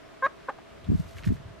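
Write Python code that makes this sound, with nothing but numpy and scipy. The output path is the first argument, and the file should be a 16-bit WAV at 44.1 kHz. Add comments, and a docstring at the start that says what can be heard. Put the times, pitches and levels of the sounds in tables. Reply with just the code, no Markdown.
"""Rooster in the hand, outdoors

A rooster held in the hand gives one clear squawk that ends hoarse, and a short rough cluck that cracks upwards:
pulse trains ring in a modelled throat, with air noise and weak echoes from ground and bushes.
Two clusters of dull thumps, most likely the microphone being handled, are short swelling cycles over a rumble.
Dry grass and leaves rustle as grainy noise with ringing snaps. Behind lie a soft outdoor hiss of shaped noise,
a faint hum of wavering tones and one far chirp."""
import sys
import numpy as np
from scipy import signal
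from scipy.fft import rfft, irfft
from scipy.io import wavfile

SR = 44100
rng = np.random.default_rng(int(sys.argv[2]) if len(sys.argv) > 2 else 0)


def unload_wav(signal):
    """Save mono or channel-first audio to the path in sys.argv[1] as 16-bit WAV at rate SR, clipped to [-1, 1]."""
    wavfile.write(
        sys.argv[1],
        SR,
        np.round(np.clip(np.atleast_2d(signal).T, -1, 1) * 32767).astype(np.int16),
    )


N = 70560  # samples, 1.6 s

# the throat's resonances: (frequency [Hz], relative level [dB])
THROAT = [(200, -42.5), (400, 5), (540, -5.5), (800, -4.5), (1070, 3.5), (1250, -2.5), (1500, 1),
          (1640, -0.5), (1850, -21), (2170, -18), (2720, -35), (3300, -33), (3800, -27.5), (4400, -47.5),
          (7500, -50.5), (12000, -83.5)]


def from_db(db):
    """Decibels to gain."""
    return 10 ** (np.asarray(db) / 20)


def rms_one(x):
    """Scale to unit power."""
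    return x / np.sqrt(np.mean(x ** 2) + 1e-20)


def clock():
    """Time of every sample in seconds."""
    return np.arange(N) / SR


def rfft_hz():
    """Frequency of every spectral bin."""
    return np.arange(N // 2 + 1) * SR / N


def level_curve(rows):
    """Gain in time from rows that start with seconds and end with dB; practically silent outside them."""
    rows = np.array(rows)
    level_db = np.interp(clock(), rows[:, 0], rows[:, -1], left=-150, right=-150)
    return from_db(level_db)


def at_hz(points, hz):
    """Read a table on a log-frequency axis."""
    table_hz, value = np.transpose(points)
    return np.interp(np.log(hz), np.log(table_hz), value)


def drift(rate_hz):
    """Smooth random wander with spread 1: white noise through two equal one-pole lowpasses."""
    pole = np.exp(-2 * np.pi * rate_hz / SR)
    noise = rng.standard_normal(N + SR)
    smooth = signal.lfilter([1], [1, -2 * pole, pole * pole], noise)
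    return rms_one(smooth[SR:])  # the first second lets the filter settle


def coloured(spectrum):
    """Noise of the given spectrum above 20 Hz, rms 1."""
    hz = np.maximum(rfft_hz(), 1)
    gains = from_db(at_hz(spectrum, hz)) * (hz > 20)
    return rms_one(irfft(rfft(rng.standard_normal(N)) * gains, N))


def stereo_noise(spectrum, likeness):
    """Coloured noise whose two sides are alike by one number, or by one per frequency."""
    alike = np.clip(likeness, -1, 1)
    mid = irfft(rfft(coloured(spectrum)) * np.sqrt((1 + alike) / 2), N)
    side = irfft(rfft(coloured(spectrum)) * np.sqrt((1 - alike) / 2), N)
    return np.array([mid + side, mid - side])


def background(flutter_db):
    """Soft outdoor hiss of slightly fluttering noise, and a faint hum of tones wavering in pitch and level."""
    # air spectrum: (frequency [Hz], relative level [dB per Hz])
    air_spectrum = [(25, 11.5), (62, -9.5), (110, -2.5), (200, 1.5), (360, 4), (520, -1), (660, 3),
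                    (780, -6.5), (1050, -4.5), (2000, -10), (3500, -16), (7000, -26), (10000, -31.5),
                    (15000, -39.5)]
    # likeness of left and right: (frequency [Hz], likeness [-1 to 1])
    air_likeness = [(40, 0.81), (100, 0.91), (170, -0.51), (380, -0.64), (700, -0.091), (1200, 0.24),
                    (2200, 0.48), (4000, 0.15), (12000, -0.045)]
    # hum tones: (frequency [Hz], level [dB])
    hum_tones = [(408, -67.5), (662, -64)]
    air_db = -49
    pitch_wander = 0.0076  # share of the hum's pitch
    likeness = at_hz(air_likeness, np.maximum(rfft_hz(), 1))
    out = from_db(air_db + flutter_db * drift(14)) * stereo_noise(air_spectrum, likeness)
    for hz, db in hum_tones:
        phase = 2 * np.pi * hz * np.cumsum(1 + pitch_wander * drift(30)) / SR
        out = out + from_db(db + 2 * drift(11.0)) * rms_one(np.sin(phase))
    return out


def rumble():
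    """Low rumble around the thumps: deep noise whose level swells with the two clusters."""
    # level in time: (time [s], level [dB])
    rumble_level = [(0, -65), (.68, -63), (.78, -55), (.85, -49.5), (.9, -28), (.97, -36), (1.06, -46),
                    (1.1, -52.5), (1.16, -48), (1.24, -44), (1.3, -27), (1.35, -43.5), (1.43, -51),
                    (1.47, -46), (1.6, -56)]
    # spectrum: (frequency [Hz], relative level [dB per Hz])
    rumble_spectrum = [(25, -9), (60, 8), (90, 2.5), (170, -2), (260, -11), (400, -26.5), (800, -62.5)]
    return level_curve(rumble_level) * stereo_noise(rumble_spectrum, likeness=0.26)


def far_chirp():
    """A thin, faint whistle from far away: a steady sine under a bell-shaped swell."""
    # chirps: (time of the peak [s], time from peak to 1/e [s], pitch [Hz], level [dB])
    chirp_rows = [(0.062, 0.015, 5400, -66.5)]
    t = clock()
    out = 0
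    for s, length, hz, db in chirp_rows:
        swell = np.exp(-((t - s) / length) ** 2)
        out = out + from_db(db) * swell * np.sin(2 * np.pi * hz * t)
    return out


def throat_phase(hz):
    """Minimum phase of the throat's resonances at each frequency, so that it rings after every pulse."""
    grid = np.maximum(rfft_hz(), 1)
    cepstrum = irfft(np.log(from_db(at_hz(THROAT, grid))), N)
    return np.interp(hz, grid, 2 * rfft(cepstrum[:N // 2], N).imag)


def call(rows, gain_db, tilt_db):
    """The syrinx's pulses ring in the throat; roughness unsettles them and adds air. Tilt is in dB per octave."""
    # air noise at the beak: (frequency [Hz], relative level [dB per Hz])
    rasp_spectrum = [(250, -64), (500, -24), (1100, 5.5), (1700, 0), (2600, -15), (3600, -15.5),
                     (4600, -30), (7500, -24), (13000, -61.5)]
    # thin hiss through the open beak: (frequency [Hz], relative level [dB per Hz])
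    hiss_spectrum = [(2500, -30.5), (4500, 3), (8000, -3.5), (12000, -31)]
    # at full roughness: wavering shares of pitch and strength, unevenness of alternate pulses, air noise
    jitter, shimmer, alternation, rasp_db = 0.086, 0.93, 0.57, -11
    hiss_db = -43.5  # against the voice, before the beak's treble
    beak_hz = 2380  # the beak's opening changes the treble above this
    # the resonances follow a share of the pitch glide; the throat table holds at the rest pitch
    throat_rest_hz, throat_follows = 541, 0.36

    s, *columns = np.transpose(rows)
    hz, rough, beak_db, _ = [np.interp(clock(), s, column) for column in columns]
    pitch = hz * (1 + jitter * rough * drift(336))
    phase = 2 * np.pi * np.cumsum(pitch) / SR

    orders = np.arange(1, 19)[:, None]
    partials = orders * pitch
    in_throat = partials * (throat_rest_hz / hz) ** throat_follows
    beak_treble_db = beak_db / (1 + (beak_hz / partials) ** 10)
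    gains = from_db(at_hz(THROAT, in_throat) + tilt_db * np.log2(orders) + beak_treble_db)
    ringing = (gains * np.cos(orders * phase + throat_phase(in_throat))).sum(0)
    voice = ringing / np.sqrt((gains ** 2).sum(0) / 2)  # even power before the level curve

    # half the phase turns over once in two pulses
    uneven = 1 + rough * (shimmer * drift(243) + alternation * np.cos(phase / 2))
    rasp = from_db(rasp_db) * coloured(rasp_spectrum) * rough * (1 + np.cos(phase))
    hiss = from_db(hiss_db + beak_db) * coloured(hiss_spectrum)
    return from_db(gain_db) * level_curve(rows) * (voice * uneven + rasp + hiss)


def rooster():
    """A clean squawk, a rougher cluck and its break; ground and bushes throw them back as weak echoes."""
    # calls: (time [s], pitch [Hz], roughness [0-1], treble as the beak opens [dB], relative level [dB])
    squawk_rows = [(.2215, 585, .2, -16, -56), (.2248, 550, .15, -16, -27.5), (.2275, 510, .08, -16, -26),
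                   (.234, 525, .05, -11, -23), (.247, 541, .06, 0, -21.4), (.257, 548, .11, 1, -21.2),
                   (.263, 553, .22, -2, -22.8), (.267, 625, .45, -6, -27), (.270, 605, .55, -6, -28.5),
                   (.274, 640, .6, -4, -37.5), (.283, 620, .7, -2, -55)]
    cluck_rows = [(.476, 590, .3, -12, -57), (.4845, 545, .2, -12, -43), (.4865, 508, .15, -10, -25.5),
                  (.491, 514, .2, -6, -26), (.4945, 580, .32, 0, -25), (.4975, 600, .8, 6, -33.5),
                  (.500, 540, 1, 7, -38.5), (.504, 500, 1, 6, -40), (.509, 480, .8, 1, -47),
                  (.518, 480, .7, 0, -58)]
    # the voice breaks to a higher note as the cluck ends: same columns
    break_rows = [(.497, 900, .5, 0, -50), (.501, 835, .5, 0, -36), (.504, 805, .35, 0, -38.5),
                  (.508, 790, .2, 0, -36), (.513, 785, .3, 0, -48), (.524, 780, .3, 0, -60)]
    # echoes: (delay [s], level against the voice [dB])
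    echo_rows = [(.017, -22.5), (.031, -27), (.052, -30), (.083, -34)]
    voice = call(squawk_rows, gain_db=0.0, tilt_db=1.3)
    voice = voice + call(cluck_rows, gain_db=-1.5, tilt_db=-2.0)
    voice = voice + call(break_rows, gain_db=-1.0, tilt_db=-14)
    out = np.array([voice, voice])
    for k, (delay, db) in enumerate(echo_rows):
        out[k % 2] += from_db(db) * np.interp(clock() - delay, clock(), voice)  # left and right in turn
    return out


def undergrowth(grain_db):
    """Grainy brushing of dry blades, and snaps of twigs and leaves that ring briefly at their own pitch."""
    # brushing in time: (time [s], level [dB])
    brush_level = [(.8, -79), (.92, -67.5), (.995, -58), (1.055, -66), (1.09, -59), (1.14, -65),
                   (1.185, -55.5), (1.215, -65.5), (1.243, -67), (1.257, -50), (1.268, -56), (1.28, -56.5),
                   (1.305, -66.5), (1.35, -61), (1.41, -86)]
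    # brushing spectrum: (frequency [Hz], relative level [dB per Hz])
    brush_spectrum = [(500, -33), (1500, 1), (4000, 5.5), (7000, 1.5), (10000, -4), (13000, -4),
                      (15000, -15)]
    # snaps: (time [s], level [dB], time to fall 60 dB [s], pitch [Hz])
    snap_rows = [(0.4, -54.5, 0.28, 1960), (.585, -40, 0.034, 1020), (0.842, -55.5, .11, 3660),
                 (1.13, -48.5, 0.023, 3870), (1.167, -48, .06, 2100), (1.1828, -45, 0.023, 3560),
                 (1.183, -44, 0.053, 2550), (1.191, -43, 0.027, 1960), (1.2247, -38, 0.015, 1920),
                 (1.235, -30.5, 0.0093, 2110), (1.2407, -43, 0.063, 2560), (1.244, -41.5, 0.051, 1800),
                 (1.272, -42.5, 0.072, 2020), (1.286, -46.5, .035, 1710), (1.366, -50, 0.068, 1690)]
    # a snap's resonance: (multiple of its pitch [ratio], relative level [dB])
    twig_resonance = [(.15, -27), (.5, -14), (.75, 9.5), (1, 9.5), (1.3, -3.5), (1.8, -6), (3.5, -17),
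                      (7, -48)]
    snap_rise_s = 0.00049
    grain = rms_one(from_db(grain_db * drift(140)))
    out = level_curve(brush_level) * grain * stereo_noise(brush_spectrum, likeness=0.93)
    t = clock()
    for s, db, t60, hz in snap_rows:
        age = np.maximum(t - s, 0)
        rise = 1 - np.exp(-age / snap_rise_s)
        decay = np.exp(-np.log(1000) * age / t60)
        spectrum = [(ratio * hz, level) for ratio, level in twig_resonance]
        out = out + from_db(db) * rise * decay * coloured(spectrum)
    return out


def thump(t, hz):
    """A few cycles sagging in pitch with one overtone, swelling fast and dying a little slower."""
    rise_cycles, fall_cycles, sag = 0.48, 0.93, 0.023
    overtone_ratio, overtone_db = 1.466, -14.5
    cycles = t * hz
    swell = 2 * np.exp(-np.logaddexp(-cycles / rise_cycles, cycles / fall_cycles))
    phase = 2 * np.pi * cycles * (1 - sag * np.tanh(cycles / 2))
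    overtone = from_db(overtone_db) * swell * np.cos(overtone_ratio * phase)
    return -swell * (np.cos(phase) + overtone)


def thumps():
    """Thumps on the microphone: each shakes the two sides slightly apart in time, over a deeper boom."""
    # thumps: (time of the peak [s], level [dB], pitch [Hz], lag of the right side [s])
    thump_rows = [(0.718, -50.5, 69, .0002), (.867, -40, 89, .0015), (0.8902, -21.5, 219, .0013),
                  (0.8979, -19, 112, .003), (.9003, -17.5, 253, .0015), (0.9183, -14.5, 220, .0019),
                  (.9183, -26.5, 364, .001), (0.9313, -20, 258, .0017), (0.9438, -20, 92.5, .0032),
                  (0.9505, -15.5, 181, .0022), (0.9992, -19.5, 164, .0022), (1.056, -36.5, 92, .0023),
                  (1.16, -35, 87, .0031), (1.208, -43.5, 70.4, .0015), (1.2739, -15.5, 181, -.0021),
                  (1.2899, -19, 104, -.0019), (1.307, -17.5, 226, -.0017), (1.3211, -17.5, 240.4, .0018),
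                  (1.3346, -27, 136, .0033), (1.354, -38, 158, .0014), (1.403, -38, 136, .0007),
                  (1.46, -37.5, 99.6, .0003), (1.507, -42.5, 118, .0005)]
    boom_db, boom_hz, boom_s = -22, 78.5, 0.009  # level against the thump, pitch, time from peak to 1/e
    out = np.zeros((2, N))
    for s, db, hz, lag in thump_rows:
        t = clock() - s
        boom = -from_db(boom_db) * np.exp(-(t / boom_s) ** 2) * np.cos(2 * np.pi * boom_hz * t)
        sides = np.array([thump(t, hz), thump(t - lag, hz)])
        out = out + from_db(db) * (sides + boom)
    return out


def scene():
    """Background, rumble, chirp, bird, grass and thumps together."""
    handling = rumble() + thumps()
    return background(flutter_db=0.33) + far_chirp() + rooster() + undergrowth(grain_db=2) + handling


def record(dry):
    """The deepest bass is thinned without phase shift and the top is cut steeply."""
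    low_cut_hz, cutoff_hz = 38.4, 15200
    bass_cut = signal.butter(2, low_cut_hz, "high", fs=SR, output="sos")
    thinned = signal.sosfiltfilt(bass_cut, dry, padtype="even", padlen=N // 2)
    top_cut = signal.ellip(12, .1, 80, cutoff_hz, fs=SR, output="sos")  # 0.1 dB ripple, 80 dB down
    return signal.sosfilt(top_cut, thinned)


dry = scene()
out = record(dry)
unload_wav(out)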